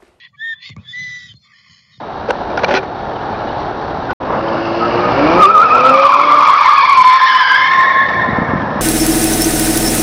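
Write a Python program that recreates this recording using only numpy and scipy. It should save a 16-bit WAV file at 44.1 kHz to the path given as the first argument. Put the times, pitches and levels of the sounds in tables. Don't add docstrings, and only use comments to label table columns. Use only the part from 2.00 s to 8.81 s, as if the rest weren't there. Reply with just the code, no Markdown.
import sys
import numpy as np
from scipy import signal
from scipy.io import wavfile

SR = 44100
rng = np.random.default_rng(int(sys.argv[2]) if len(sys.argv) > 2 else 0)


def transcribe(u):
    v = np.clip(np.atleast_2d(u).T, -1, 1)
    q = np.round(v * 32767).astype(np.int16)
    wavfile.write(sys.argv[1], SR, q)


N = 300321
TIME = np.arange(N) / SR


def amp(db):
    return np.exp(np.asarray(db) * np.log(10) / 20)


def rms_one(x):
    return x / np.sqrt(np.mean(x ** 2) + 1e-20)


def bandpass(x, low_hz, high_hz):
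    return signal.sosfilt(signal.butter(2, [low_hz, high_hz], "band", fs=SR, output="sos"), x)


def automation(rows):
    times, *columns = np.transpose(rows)
    gate = np.clip(np.minimum(TIME - times[0], times[-1] - TIME) / .02 + 1, 0, 1)
    return [gate] + [np.interp(TIME, times, column) for column in columns]


def drift(rate_hz):
    step = int(SR / rate_hz / 30)
    pole = np.exp(-2 * np.pi * rate_hz * step / SR)
    slow = signal.lfilter([1], [1, -2 * pole, pole * pole], rng.standard_normal(N // 8 + 102))
    settled = slow[100:N // step + 102]
    return np.interp(np.arange(N) / step, np.arange(len(settled)), rms_one(settled))


def gritty(grit_db, rate_hz):
    return rng.standard_normal((2, N)) * amp(grit_db * drift(rate_hz))


def coloured(noises, eq, flicker_db, span):
    out, shared = np.zeros(N), drift(5)
    edges = 22 * 2 ** np.arange(0, 8.5, 1 / 3)
    hz, db = np.transpose(eq)
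    for k, (low, high) in enumerate(zip(edges, edges[1:])):
        level_db = np.interp(np.log(low * high) / 2, np.log(hz), db)
        flicker = (.7 * shared + drift(8))[span]
        out[span] += amp(level_db + flicker_db * flicker) * bandpass(noises[k % 2, span], low, high)
    out[span] = rms_one(out[span])
    return out


def whine(hz=3790, level_db=-50.5):
    return amp(level_db + 0.88 * drift(20)) * np.sin(2 * np.pi * hz * TIME + 0.95 * drift(23))


# t/s, length/s, start f/Hz, end f/Hz, level/dB
CHIRPS = [(1.143, 0.04, 3300, 2760, -37), (1.2, 0.028, 2800, 3170, -42), (1.248, .02, 4600, 4800, -47),
          (1.34, 0.02, 2350, 2480, -33), (1.478, 0.027, 2740, 3100, -34), (1.595, 0.022, 5600, 5600, -44),
          (1.652, 0.041, 2970, 3470, -39), (2.38, .02, 2700, 3000, -32), (2.477, 0.014, 2920, 3300, -28),
          (2.65, .014, 2703, 2550, -24)]
def birds():
    out = np.zeros(N)
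    for start_s, length_s, from_hz, to_hz, db in CHIRPS:
        start, size = round(start_s * SR), round(length_s * SR)
        phase = 2 * np.pi * np.cumsum(np.linspace(from_hz, to_hz, size)) / SR
        out[start:start + size] += amp(db) * np.hanning(size) * np.sin(phase)
    return out


# t/s, level/dB
WIND_BED = [(5.6, -37.5), (5.96, -38.5), (6.192, -24), (6.81, -25)]
# t/s, level/dB, f/Hz
WIND_THUMPS = [(6.288, -12, 205), (6.33, -5, 181.6), (6.385, -1, 241.8), (6.418, -8, 161),
               (6.49, -10, 232.5), (6.535, -1.5, 257), (6.556, -4, 178.6), (6.635, -10, 213.5),
               (6.759, -6.5, 250)]
def wind():
    gate, level_db = automation(WIND_BED)
    lumps = rng.standard_normal(N) * amp(2.7 * drift(25))
    out = gate * amp(level_db) * rms_one(bandpass(lumps, 70, 300))
    t = TIME[:int(.04 * SR)]
    for start_s, db, hz in WIND_THUMPS:
        start = round(start_s * SR)
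        jolt = amp(db) * np.sin(2 * np.pi * hz * t) * np.exp(-hz * t * 1.04)
        out[start:start + len(t)] -= jolt[:N - start]
    return signal.sosfilt(signal.butter(2, 60, "high", fs=SR, output="sos"), out)


# t/s, level/dB
ROLL_LEVEL = [(0.0, -26), (0.14, -24), (0.68, -19), (0.84, -24.5), (1.06, -22), (1.39, -19.5),
              (2.13, -20.5)]
# f/Hz, relative level/dB
ROLL_EQ = [(15, -36.5), (25, -10.5), (94, -2.5), (235, -4), (367, -1), (523, -3), (800, 3), (922, -3.5),
           (1170, -6.5), (1440, -7.5), (2100, -25), (4270, -25), (5530, -42), (7000, -72), (9100, -89),
           (15400, -120)]
def board_roll():
    _, level_db = automation(ROLL_LEVEL)
    grit = gritty(grit_db=0.93, rate_hz=100)
    return amp(level_db) * coloured(grit, ROLL_EQ, flicker_db=0.5, span=slice(0, N // 3))


# t/s, peak level/dB, brightness/(dB per octave), rattle length/s
BOARD_HITS = [(0.284, -5, -18, 0.017), (0.296, -7, -25, 0.003), (.301, -5.5, -6, 0.0075),
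              (.306, 1.5, -14, 0.0041), (0.502, -21, 4, 0.0025), (0.517, -20, 1.5, 0.0033),
              (0.573, -4.5, 0.5, 0.0072), (0.589, -8.5, -1, 0.012), (0.613, -12.5, -7.5, 0.03),
              (0.632, -2.5, -13, 0.012), (.644, -2, 7, 0.0038), (0.678, -6.5, -7, 0.033),
              (0.705, -4, -4.5, 0.023), (.722, -6.5, -10, 0.019), (0.738, 0.5, -5.5, 0.0094),
              (0.747, -5, 9, 0.015), (0.758, -6, 8, 0.019), (0.769, -3, 2, 0.014), (0.781, -13.5, 4, 0.012),
              (.826, -13, -18, 0.019), (2.054, -25, 5, 0.0032), (2.103, -10.5, -16, 0.016),
              (2.123, -17.5, -5, 0.003)]
# f/Hz, relative level/dB, t60/s
BOARD_MODES = [(384.7, -15.5, 0.37), (530, 6.5, 0.022), (825, 6.5, 0.016), (1220, -20, 0.0049),
               (1440, 7.5, 0.02), (1800, -10.5, 0.014), (2350, -3.5, 0.016), (3100, -30.5, 0.0055),
               (3990, -17, 0.015), (5630, -56, 0.003)]
def board_knocks(flex_from_s=0.72, flex_to_s=0.8, flex_db=21):
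    out, t = np.zeros(N + SR), TIME[:int(.06 * SR)]
    contacts = rng.standard_normal((len(BOARD_HITS), len(t)))
    mixes_db = rng.normal(0, 4.8, (len(BOARD_HITS), len(BOARD_MODES)))
    for (start_s, peak_db, tilt_db, length_s), contact, mix_db in zip(BOARD_HITS, contacts, mixes_db):
        soft = signal.lfilter([1], [1, -.75], contact)
        force = np.pad(soft * t * np.exp(-3 * t / length_s), (0, 3 * len(t)))
        if flex_from_s < start_s < flex_to_s:
            mix_db[0] += flex_db
        ring = 0
        for (hz, level_db, t60), own_db in zip(BOARD_MODES, mix_db):
            radius, angle = amp(-60 / (t60 * SR)), 2 * np.pi * hz / SR
            mode = signal.lfilter([1, 0, -1], [1, -2 * radius * np.cos(angle), radius ** 2], force)
            ring = ring + amp(level_db + own_db + tilt_db * np.log2(hz / 1000)) * rms_one(mode)
        start = round(start_s * SR)
        out[start:start + len(ring)] += amp(peak_db) * ring / np.abs(ring).max()
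    return out[:N]


# t/s, level/dB
HISS_LEVEL = [(2.22, -68), (2.384, -40), (2.66, -34), (2.968, -32.5), (3.488, -30), (3.5, -47)]
# low f/Hz, high f/Hz, relative level/dB
GROOVE_BANDS = [(2100, 2400, -5.5), (2620, 2900, 0.5), (4100, 5080, -4.5)]
def grip_hiss():
    gate, level_db = automation(HISS_LEVEL)
    air = gritty(grit_db=1.7, rate_hz=100)[0]
    bands = sum(amp(db) * rms_one(bandpass(air, low, high)) for low, high, db in GROOVE_BANDS)
    return gate * amp(level_db) * rms_one(bands)


# t/s, roar level/dB, roar bass shelf/dB, scrub level/dB
ROAD_BED = [(2.22, -20, 8, -34), (2.72, -18.5, 2, -31), (3.11, -14, 2.5, -25), (3.4, -13.5, 4, -22.5),
            (3.46, -21, 0, -27.5), (3.71, -17.5, -2, -22), (3.92, -17.5, -6, -20.5), (4.14, -25, -9.5, -19),
            (4.35, -18, -9, -19.5), (4.48, -27, -4, -16), (5.29, -36.5, 3.5, -19.5), (5.7, -30.5, 1, -18),
            (6.03, -23, -4, -26.5), (6.4, -18.5, -1, -34.5), (6.81, -20, -2, -33.5)]
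# f/Hz, relative level/dB
ROAR_EQ = [(15, -52), (25, -21.5), (168, -5.5), (288, -5), (345, -2.5), (389, -7), (558, 1.5), (1150, -2.5),
           (1270, -6), (1460, -6.5), (3000, -43.5), (3900, -71.5), (6600, -120)]
# f/Hz, relative level/dB
SCRUB_EQ = [(410, -45.5), (700, -21), (899, -16), (1010, 1.5), (1210, -1), (1590, -17.5), (2040, -14),
            (2330, -18), (2700, -15), (4490, -22), (7000, -37), (9100, -76), (15400, -120)]
def road_noise(shelf_hz=200):
    _, roar_db, shelf_db, scrub_db = automation(ROAD_BED)
    span = slice(N // 4, N)
    roar = amp(roar_db) * coloured(gritty(grit_db=1.2, rate_hz=89), ROAR_EQ, flicker_db=1.47, span=span)
    bass = signal.filtfilt(*signal.butter(1, shelf_hz, fs=SR), roar)
    scrub = coloured(gritty(grit_db=2.3, rate_hz=110), SCRUB_EQ, flicker_db=1.0, span=span)
    return roar + (amp(shelf_db) - 1) * bass + amp(scrub_db) * scrub


# t/s, firing f/Hz, level before the exhaust/dB
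REVS = [(2.2, 104.4, -29), (2.44, 110.7, -22), (2.7, 112.3, -18), (3.0, 118.5, -18), (3.12, 122.9, -23),
        (3.2, 140.6, -14.5), (3.39, 182, -11), (3.46, 193.1, -16.5), (3.67, 234.7, -19),
        (3.89, 262.6, -12.5), (4.05, 276.3, -17), (4.1, 283.2, -23), (4.38, 296.4, -19),
        (4.45, 292.4, -32.5), (4.65, 286, -35)]
PARTIALS = [1, 2, 2.5, 3, 4, 5]
PARTIAL_DB = [-5, 0, -10, -3, -3.5, -6.5]
# f/Hz, gain/dB
EXHAUST_EQ = [(100, -11.5), (150, -12), (215, -14.5), (285, -6.5), (355, 0.5), (440, -11.5), (500, -3.5),
              (556, 1), (585, -5.5), (630, -5.5), (800, -12.5), (950, -21)]
def engine():
    gate, firing_hz, level_db = automation(REVS)
    phase = 2 * np.pi * np.cumsum(firing_hz * (1 + 0.0032 * drift(10.5))) / SR
    note = 0
    for multiple, partial_db in zip(PARTIALS, PARTIAL_DB):
        exhaust_db = np.interp(multiple * firing_hz, *np.transpose(EXHAUST_EQ), right=-60)
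        gain = amp(level_db + partial_db + exhaust_db + 2.4 * drift(10.5))
        note = note + np.sqrt(2) * gain * np.sin(multiple * phase)
    return gate * note


def stick_slip(hz, jitter, voices, flutter_db, step_db, harmonics_db):
    tone = power = 0
    for k in range(voices):
        wander = .7 * drift(25.024) + .6 * drift(118.8)
        phase = 2 * np.pi * np.cumsum(hz * (1 + jitter * wander)) / SR
        wave = sum(amp(db) * np.sin(n * phase) for n, db in enumerate(harmonics_db, 1))
        tone = tone + amp(flutter_db * drift(26) + step_db * k) * wave
        power = power + amp(step_db * k) ** 2 / 2
    return tone / np.sqrt(power)


# t/s, length/s, f/Hz, level/dB
SQUEAK_CUES = [(2.095, 0.026, 1483, -20), (2.805, 0.062, 1290, -15), (2.985, 0.12, 1242, -21),
               (4.2, .4, 3330, -37), (4.75, .45, 4369, -32.5), (5.278, .27, 3014, -23.5),
               (5.55, .15, 3105, -27.5)]
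def squeaks():
    hz, gain = np.zeros(N), np.zeros(N)
    for start_s, length_s, own_hz, db in SQUEAK_CUES:
        fade_s = .012 + .1 * length_s
        envelope = np.clip(np.minimum(TIME - start_s, start_s + length_s - TIME) / fade_s + .5, 0, 1)
        hz[envelope > 0] = own_hz
        gain += amp(db) * envelope
    return gain * stick_slip(hz, jitter=.019, voices=2, flutter_db=1.0, step_db=3.5, harmonics_db=[0])


# t/s, f/Hz, pitch jitter/ratio, level/dB, 2nd harmonic/dB
TYRE_RASP = [(2.9, 2315, .05, -39, -71), (3.24, 2320, 0.053, -28, -47), (3.46, 2390, 0.044, -27.5, -49),
             (3.56, 2420, .05, -36.5, -52), (3.73, 2502, .05, -23, -44), (4.46, 2238, 0.061, -24, -41),
             (4.8, 2318, .05, -20.5, -34), (5.0, 2250, .035, -20.5, -42), (5.3, 2127, .055, -22.5, -33.5),
             (5.45, 2085, 0.0597, -25.5, -39), (5.62, 2120, .035, -18, -45.5),
             (6.6, 2143, 0.039, -37.5, -60)]
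# t/s, f/Hz, pitch jitter/ratio, level/dB, 2nd harmonic/dB, 3rd harmonic/dB
TYRE_HOWL = [(4.1, 1681, 0.029, -54, -41, -53), (4.6, 1690, .045, -28, -37, -45),
             (4.839, 1720, .045, -27, -29.5, -44), (4.97, 1720, .04, -40, -35.5, -46),
             (5.2, 1732, 0.049, -16.5, -26.5, -35.5), (5.36, 1718, 0.0495, -17.5, -29, -32),
             (5.5, 1618, .045, -12, -26, -29.5), (5.759, 1800, .032, -15.5, -32.5, -41.5),
             (6.04, 1790, .04, -15, -34, -61), (6.48, 1773, 0.048, -26.5, -48, -63),
             (6.81, 1740, 0.064, -31.5, -63, -54)]
def upper_slip(layer):
    gate, hz, jitter, *harmonics_db = automation(layer)
    return gate * stick_slip(hz, jitter, voices=3, flutter_db=2.5, step_db=2.5, harmonics_db=harmonics_db)


# t/s, f/Hz, level/dB
TYRE_SQUEAL = [(3.3, 1118, -39), (3.368, 1228, -16.5), (3.422, 1231, -5), (3.614, 1278, -6),
               (3.664, 1308, -9.5), (3.86, 1297, -7.5), (3.95, 1221, -5.5), (4.07, 1147, -7.5),
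               (4.546, 1178, -8), (4.64, 1066, -6), (4.71, 1133, -8), (4.94, 1092, -8.5), (5.0, 1017, -4.5),
               (5.25, 1045, -10.5), (5.4, 1017, -6.5), (5.45, 1018, -14), (5.71, 1055, -14),
               (5.8, 1062, -10.5), (5.876, 1054, -6), (5.968, 1072, -10), (6.078, 1076, -23),
               (6.254, 1037, -17), (6.4, 1054, -27.5), (6.81, 1030, -32)]
# centre t/s, half-width/s, depth/dB
SQUEAL_DIPS = [(3.521, 0.013, 8.5), (3.963, .008, 6), (4.019, .014, 9.5), (4.261, 0.0084, 13),
               (4.637, 0.0081, 15), (5.034, 0.0057, 22), (5.199, 0.0095, 12), (5.326, 0.019, 10)]
# t/s, pitch jitter/ratio, drop per further tyre/dB, wheel-hop vibrato depth/ratio
SQUEAL_ROUGHNESS = [(3.3, .025, 8, 0.02), (3.45, .026, 9.5, 0.054), (3.95, 0.03, 5.5, 0.044),
                    (4.1, .08, 0.5, 0.019), (4.85, 0.071, 3.5, 0), (5.0, 0.014, 7.5, 0.000085),
                    (6.1, 0.013, 3.5, 0.0018), (6.81, .03, 1.5, 0.0017)]
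def squeal(hop_hz=8.1, hop_crest_s=3.515):
    gate, hz, level_db = automation(TYRE_SQUEAL)
    dip_db = sum(depth * np.exp(-((TIME - at) / width) ** 2) for at, width, depth in SQUEAL_DIPS)
    _, jitter, drop_db, hop_depth = automation(SQUEAL_ROUGHNESS)
    vibrato = 1 + hop_depth * np.cos(2 * np.pi * hop_hz * (TIME - hop_crest_s))
    return gate * stick_slip(hz * vibrato, jitter, voices=3, flutter_db=0.5, step_db=-drop_db,
                             harmonics_db=[level_db - dip_db])


def car(echo_count=40, echo_db=-23, decay_db_per_s=100):
    direct = engine() + squeal() + upper_slip(TYRE_RASP) + upper_slip(TYRE_HOWL)
    taps = np.zeros(int(.2 * SR))
    taps[rng.integers(300, len(taps), echo_count)] = rng.standard_normal(echo_count)
    taps *= amp(echo_db - decay_db_per_s * TIME[:len(taps)])
    echoes = signal.fftconvolve(direct, taps)[:N]
    return direct + echoes + road_noise() + grip_hiss()


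def scene(cut_s=2.133, car_in_s=2.201, fade_s=0.0078, mic_stop_hz=7730):
    details = birds() + squeaks() + whine()
    board = board_roll() + board_knocks() + details
    slide = car() + wind() + details
    mic = signal.cheby2(10, 60, mic_stop_hz, fs=SR, output="sos")
    board, slide = signal.sosfilt(mic, [board, slide])
    fade_in = np.clip((TIME - car_in_s) / fade_s, 0, 1)
    return (board * (TIME < cut_s) + slide * fade_in)[None]


def record(dry, knee=6, headroom=1.25, ceiling=.96, stop_hz=15700):
    rounded = dry / (1 + np.abs(dry / headroom) ** knee) ** (1 / knee)
    clipped = np.clip(rounded, -ceiling, ceiling)
    return signal.sosfilt(signal.cheby2(12, 60, stop_hz, fs=SR, output="sos"), clipped)


dry = scene()
out = record(dry)
transcribe(out)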